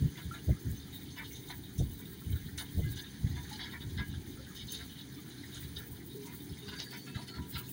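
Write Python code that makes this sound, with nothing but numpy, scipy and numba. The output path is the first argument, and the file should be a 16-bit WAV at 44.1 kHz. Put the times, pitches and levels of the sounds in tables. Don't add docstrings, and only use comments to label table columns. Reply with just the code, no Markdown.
import sys
import numpy as np
from scipy import signal
from scipy.fft import rfft, irfft
from scipy.io import wavfile
from scipy.ndimage import uniform_filter1d
from numba import njit

SR = 44100
rng = np.random.default_rng(int(sys.argv[2]) if len(sys.argv) > 2 else 0)


def rack_gain(trim_db):
    fader = np.asarray(trim_db, float)
    return 10 ** (fader / 20)


def generate_wav(signal):
    frames = np.transpose(np.atleast_2d(signal))
    scaled = np.clip(frames, -1, 1) * 32767
    pcm = np.round(scaled).astype(np.int16)
    wavfile.write(sys.argv[1], SR, pcm)


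N = 340452

# (time [s], drum gain [dB], chute gain [dB], small-part gain [dB], nominal rattle length [s])
BLOWS = [(0.171, -47, -43, -52, 0.032), (0.315, -50, -41, -49, 0.065), (1.155, -40, -34.5, -62, 0.067),
         (1.227, -42.5, -51.5, -63, 0.043), (1.312, -46.5, -75, -40, 0.079),
         (1.483, -39, -36.5, -43, 0.048), (1.778, -44.5, -73, -39, 0.041), (2.576, -33, -42.5, -33, 0.013),
         (2.584, -34, -40, -37, 0.045), (2.957, -35, -48, -43, 0.073), (3.345, -41.5, -40.5, -70, 0.061),
         (3.49, -34, -45.5, -43.5, 0.083), (3.578, -32, -36, -68, 0.083), (3.711, -42.5, -36, -70, 0.05),
         (3.801, -39.5, -50, -62, 0.04), (3.969, -33.5, -38, -63, 0.05), (4.545, -36, -78, -43, 0.086),
         (4.669, -33.5, -58, -46, 0.069), (4.715, -31.5, -58, -36, 0.09), (4.775, -39, -43, -48, 0.046),
         (4.82, -45, -60, -68, 0.077), (4.888, -42, -70, -62, 0.1), (4.975, -39, -57, -62, 0.039),
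         (5.542, -39, -80, -39, 0.06), (5.753, -35, -47.5, -47, 0.054), (6.255, -46, -45.5, -43.5, 0.055),
         (6.676, -33.5, -37.5, -72, 0.094), (6.783, -32, -42.5, -67, 0.048), (6.903, -39, -38, -47, 0.07),
         (7.058, -46.5, -46, -72, 0.037), (7.143, -37.5, -39.5, -50, 0.064), (7.207, -45, -48, -50, 0.039),
         (7.269, -39, -46, -48, 0.031), (7.332, -45.5, -42.5, -68, 0.052), (7.514, -34, -47.5, -60, 0.064),
         (7.542, -36, -38, -64, 0.08)]
# (frequency [Hz], level [dB], decay time T60 [s])
BODY_MODES = [(409, -24, 0.15), (630, 8, 0.086), (974, 11, 0.13), (1370, -3.5, 0.11), (1642, -1.5, 0.25),
              (2050, -10, 0.21), (2990, -3, 0.1), (3715, 10, 0.071), (6245, 6, 0.046)]
# (time [s], note [Hz], gain [dB], length of the shaking [s])
PANEL_NOTES = [(0.311, 1370, -41.5, 0.013), (1.264, 2990, -59, 0.03), (2.599, 974, -49, 0.095),
               (2.846, 1642, -48, 0.045), (2.819, 2050, -47, 0.058), (2.968, 1642, -46.5, 0.037),
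               (3.512, 860, -43, 0.046), (3.597, 2990, -50, 0.094), (3.975, 1642, -34.5, 0.098),
               (3.983, 2050, -44.5, 0.018), (3.989, 974, -44, 0.054), (4.033, 2990, -49, 0.055),
               (4.388, 535, -47, 0.12), (4.729, 9750, -42, 0.0089), (6.145, 409, -35.5, 0.13),
               (6.246, 974, -46.5, 0.15), (6.618, 409, -39, 0.23), (6.614, 3715, -34.5, 0.26),
               (6.968, 6250, -45, 0.097), (7.06, 2620, -41.5, 0.22), (7.185, 974, -45, 0.05),
               (7.306, 1370, -41, 0.21), (7.381, 974, -44, 0.088)]
# (time [s], clatter gain [dB], stalk crackle gain [dB])
WORK_LEVELS = [(0.0, -53, -55.5), (1.87, -56, -55), (2.64, -54.5, -53.5), (3.59, -53, -59),
               (4.34, -55, -58.5), (4.8, -53, -58), (5.07, -55, -58), (5.55, -51.5, -56.5),
               (6.1, -56.5, -53.5), (6.84, -53, -59.5), (7.4, -57, -61.5), (7.52, -55, -48),
               (7.72, -56.5, -48.5)]
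# (frequency [Hz], relative density [dB per Hz])
GROUND_ECHO = [(500, -15), (950, -3), (1200, -4.5), (1700, 4.5), (2300, 1), (2700, -10.5), (3000, 1.5),
               (3750, 4), (4700, 0.5), (5600, -8), (6200, 1), (7900, -13.5), (9800, -1), (11500, -16)]
# (start [s], gain [dB], length [s])
SCRAPES = [(6.665, -56.5, 0.66), (7.272, -52, 0.123)]
# (frequency [Hz], relative density [dB per Hz])
DRONE_SPECTRUM = [(35, -39), (60, -63), (130, -3), (193, -2.5), (286, -2), (355, -5.5), (413, -7),
                  (572, -26), (800, -17), (1040, -22), (1760, -120)]
# (frequency [Hz], nominal rms level [dB])
TONES = [(129, -58.5), (282, -61.5)]
# (frequency [Hz], relative density [dB per Hz])
STALK_SPECTRUM = [(6000, -18), (8000, -12), (9800, -6), (11500, -17), (13950, -10), (14400, 0.5),
                  (15600, 5), (16000, 6.5)]
# (time [s], relative level [dB])
SNAP_STEPS = [(6.8, -34), (6.8018, -27), (6.809, -36)]
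# (frequency [Hz], ...)
SNAP_MODES = (4500, 5500, 6200)
# (start [s], length [s], gain [dB], sag from the peak to the end [dB])
GUST_TIMES = [(0, 0.094, -27, 4), (0.23, 0.14, -34, 30), (0.475, 0.068, -22.5, 8.5),
              (0.646, 0.13, -29.5, 12.5), (1.77, 0.19, -25.5, 43), (2.253, 0.13, -43, -7),
              (2.437, 0.048, -42, 1), (2.529, 0.057, -45, 4), (2.74, 0.24, -33, 12),
              (3.206, 0.25, -31.5, 24), (3.844, 0.19, -44, -8.5), (4.073, .14, -45, 2),
              (4.626, 0.082, -46, 12), (4.82, 0.043, -51, 4), (5.918, 0.029, -30.5, 11),
              (6.501, 0.045, -36, 10), (6.681, 0.05, -40, 6), (7.135, 0.058, -41.5, -1),
              (7.37, 0.06, -37.5, -1.5), (7.527, 0.069, -42, 5)]
# (frequency [Hz], relative density [dB per Hz])
WIND_SPECTRUM = [(25, -24), (74, 2.5), (139, -1), (200, -9), (271, -17), (399, -24.5), (450, -32.5),
                 (580, -42), (990, -120)]
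# (time [s], gain [dB])
DEEP_WIND = [(0, -1.5), (1.8, 5), (4.9, 0.5), (7.0, -7.5)]
# (start [s], nominal peak level [dB], length [s])
AIR_SLAPS = [(0.489, -30, 0.012), (1.806, -34, 0.012), (2.787, -34, 0.017)]

TURN_S = 6.1
TURN_FILL = 0.76
LAG_S = 0.006
PANELS_DB = -8.5
SPRAY_DB = -11.5
RING_SPLIT = 0.033
SQUEAL_HZ, SQUEAL_SAG_HZ_PER_S, SQUEAL_FADE_DB = 4720, 560, 9.5
DRONE_DB = -51
SNAP_T60_S = 0.013
BREEZE_DB = -53.5
GUST_EDGE_S, GUST_RISE_SHARE = 0.021, 0.16


def shape(table, hz):
    log_hz, level_db = np.log(np.array(table)[:, 0]), np.array(table)[:, 1]
    return np.interp(np.log(np.maximum(hz, 1)), log_hz, level_db)


def colour(x, table, skirt_db=18):
    hz = np.maximum(np.arange(len(x) // 2 + 1) * SR / len(x), 1)
    octaves_below = np.maximum(np.log2(table[0][0] / hz), 0)
    octaves_above = np.maximum(np.log2(hz / table[-1][0]), 0)
    weight = rack_gain(shape(table, hz) - skirt_db * (octaves_below + octaves_above))
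    y = irfft(rfft(x) * weight, len(x))
    return y / np.std(y)


def curve(table):
    s, *columns = np.transpose(table)
    return [np.interp(np.arange(N) / SR, s, c) for c in columns]


def walk(rate):
    k = int(SR / rate)
    held = np.repeat(rng.standard_normal(N // k + 1), k)
    y = uniform_filter1d(uniform_filter1d(held, k), k)[:N]
    return y / np.std(y)


def swell(start_s, length_s, edge_s, rise_share, sag_db):
    t = np.arange(N) / SR - start_s
    db = np.interp(t / length_s, [0, rise_share, 1], [-sag_db / 2, 0, -sag_db])
    edges = np.clip(np.minimum(t + edge_s, length_s + edge_s - t) / (2 * edge_s), 0, 1) ** 2
    return rack_gain(db) * edges


@njit
def add(out, start, push, hz, gain, t60):
    for m in range(len(hz)):
        pole = np.exp(2j * np.pi * hz[m] / SR - np.log(1000) / (t60[m] * SR))
        z = 0j
        for i in range(min(len(push) + int(t60[m] * SR / 2), len(out) - start)):
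            z = z * pole + (push[i] if i < len(push) else 0.)
            out[start + i] += gain[m] * z.imag


def bodywork(count=170):
    hz, db, t60 = np.transpose(BODY_MODES)
    other_hz = np.exp(rng.uniform(np.log(620), np.log(11500), count))
    all_hz = np.r_[hz, other_hz]
    all_db = np.r_[db, np.full(count, -1.)] + 1.2 * shape(GROUND_ECHO, all_hz)
    return all_hz, all_db, np.r_[t60, 0.08 * (2000 / other_hz) ** 0.3]


def echo_fill_db(s, hz):
    return TURN_FILL * (s > TURN_S) * shape(GROUND_ECHO, hz)


def blow(out, modes, s, gain, rattle_s, heft=1):
    hz, _, t60 = modes
    share = np.linspace(0, 1, int(max(rattle_s, 0.004) * SR))
    stutter = rack_gain(4.9 * np.interp(share, np.linspace(0, 1, 9), rng.standard_normal(9)))
    envelope = share ** (0.15 * heft) * (1 - share) ** 0.85
    push = rng.standard_normal(len(share)) * stutter * envelope
    push = push / np.sqrt(np.sum(push ** 2))
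    shifted_hz = hz * (1 + 0.0157 * rng.standard_normal(len(hz)))
    add(out, int(s * SR), push, shifted_hz, gain * rng.choice([-1., 1.], len(hz)), t60)


def clanks(modes):
    out = np.zeros(N)
    hz, mode_db, _ = modes
    part = np.searchsorted([1300, 2700, 5300], hz)
    for s, drum_db, chute_db, small_db, rattle_s in BLOWS:
        patch_db = 3 * np.sin(7 * np.log(hz) + 2 * np.pi * rng.random())
        scatter_db = 3.5 * rng.standard_normal(len(part))
        gain = rack_gain(mode_db - echo_fill_db(s, hz) + patch_db + scatter_db)
        part_db = np.array([chute_db + PANELS_DB, chute_db, drum_db, small_db])
        part_power = np.bincount(part, gain ** 2)
        gain = gain * (rack_gain(part_db) / np.sqrt(part_power))[part]
        for k, (late, long) in enumerate(rng.random((4, 2))):
            own_modes = [column[part == k] for column in modes]
            start_s = s + LAG_S * (3 - k) * late
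            heft = 1.5 if k < 2 else 1
            blow(out, own_modes, start_s, gain[part == k], rattle_s * (0.8 + 0.6 * long), heft)
    return out


def ringing_panels(modes):
    out = np.zeros(N)
    named_hz, named_t60 = modes[0][:len(BODY_MODES)], modes[2]
    for s, note, db, length_s in PANEL_NOTES:
        t60 = named_t60[np.argmin(abs(named_hz - note))]
        t = np.arange(int(length_s * SR)) / SR
        uneven = 1.7 * np.interp(t, np.arange(60) * 0.006, rng.standard_normal(60))
        shake = np.sin(2 * np.pi * note * t + uneven) * np.exp(-2.4 * t / length_s)
        hz = note * (1 + RING_SPLIT * np.array([0, -1, 1.4]))
        gain = rack_gain(db + np.array([0, -6, -6]))
        add(out, int(s * SR), shake / np.sum(shake ** 2), hz, gain, t60 * np.array([1, 0.6, 0.6]))
    return out


def clatter(modes, db, count=850):
    ticks = np.zeros(N)
    hz, mode_db, _ = modes
    for when, where, size, length in rng.random((count, 4)):
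        s = when * N / SR
        octaves = np.log2(hz / 700) - 4.0 * where ** 0.45
        near = abs(octaves) < 0.9
        scatter_db = 5 * rng.standard_normal(len(near))
        gain = rack_gain(mode_db - echo_fill_db(s, hz) - 110 * octaves ** 2 + 7 * size + scatter_db)
        blow(ticks, [column[near] for column in modes], s, gain[near], 0.025 + 0.05 * length)
    hiss = colour(rng.standard_normal(N), GROUND_ECHO) * rack_gain(0.54 * walk(25))
    return rack_gain(db - 5) * (ticks / np.std(ticks) + hiss)


def squeal():
    hz = SQUEAL_HZ - SQUEAL_SAG_HZ_PER_S * (np.arange(N) / SR - SCRAPES[0][0])
    phase = 2 * np.pi * np.cumsum(hz) / SR
    gain = sum(rack_gain(db) * swell(s, length_s, 0.011, 0.18, SQUEAL_FADE_DB) for s, db, length_s in SCRAPES)
    band = walk(400) * np.sin(phase) + walk(400) * np.cos(phase)
    return gain * band * rack_gain(3 * walk(40))


def engine():
    t = np.arange(N) / SR
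    surging = np.zeros(N)
    for hz in np.geomspace(60, 1200, 12):
        sos = signal.butter(2, [hz, 1.304 * hz], "band", fs=SR, output="sos")
        band = signal.sosfilt(sos, rng.standard_normal(N))
        surging += band * rack_gain(2.0 * walk(7)) / np.sqrt(hz)
    out = colour(surging, DRONE_SPECTRUM) * rack_gain(DRONE_DB)
    for hz, db in TONES:
        tone = np.sin(2 * np.pi * hz * t + 1.3 * walk(12))
        out += rack_gain(db + 3 + 2.5 * walk(9)) * tone
    return out


def snap():
    out, hz = np.zeros(N), np.array(SNAP_MODES, float)
    for s, db in SNAP_STEPS:
        add(out, int(s * SR), np.hanning(7), hz, rack_gain(db) * hz[0] / hz / 4, SNAP_T60_S * hz[0] / hz)
    return out


def stalks(db):
    click_here = rng.random(N) < 1200 / SR
    clicks = click_here * rng.standard_normal(N) * rack_gain(1.4 * rng.exponential(size=N))
    rustle = rng.standard_normal(N) * rack_gain(4.3 * walk(45))
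    crackle = colour(clicks, STALK_SPECTRUM) + rack_gain(2.0) * colour(rustle, STALK_SPECTRUM)
    spray = sum(rack_gain(small_db + SPRAY_DB) * swell(s, rattle_s / 2, 0.0073, 0.14, 30)
                for s, *_, small_db, rattle_s in BLOWS)
    return (rack_gain(db + 2.2 * walk(40)) + spray) * crackle


def wind():
    eddies = colour(rng.standard_normal(N), WIND_SPECTRUM)
    eddies = eddies / uniform_filter1d(eddies ** 2, size=1500) ** 0.065
    deep = signal.sosfiltfilt(signal.butter(2, 95, fs=SR, output="sos"), eddies)
    eddies = eddies + (rack_gain(curve(DEEP_WIND)[0]) - 1) * deep
    gusts = sum(rack_gain(db) * swell(s, length_s, GUST_EDGE_S, GUST_RISE_SHARE, sag_db)
                for s, length_s, db, sag_db in GUST_TIMES)
    return eddies * (rack_gain(BREEZE_DB + 2.0 * walk(5.2)) + gusts * rack_gain(2.0 * walk(30)))


def slaps():
    t = np.arange(N) / SR
    gate = sum(rack_gain(db) * np.exp(-((t - s - length_s / 2) / length_s) ** 2) for s, db, length_s in AIR_SLAPS)
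    noise = colour(rng.standard_normal(N), [(300, 13.5), (600, 7.6), (800, 0.5)], skirt_db=83)
    return rack_gain(-9.0) * gate * noise


def scene():
    modes = bodywork()
    clatter_db, crackle_db = curve(WORK_LEVELS)
    machine = clanks(modes) + ringing_panels(modes) + clatter(modes, clatter_db) + squeal() + engine()
    return (machine + snap() + stalks(crackle_db) + wind() + slaps())[None]


def top_cut(x):
    return signal.sosfilt(signal.butter(12, 17110, fs=SR, output="sos"), x)


def record(dry):
    low_pass = signal.ellip(12, 0.2, 90, 15750, fs=SR, output="sos")
    mix = signal.sosfilt(low_pass, dry)
    return top_cut(mix)


dry = scene()
out = record(dry)
generate_wav(out)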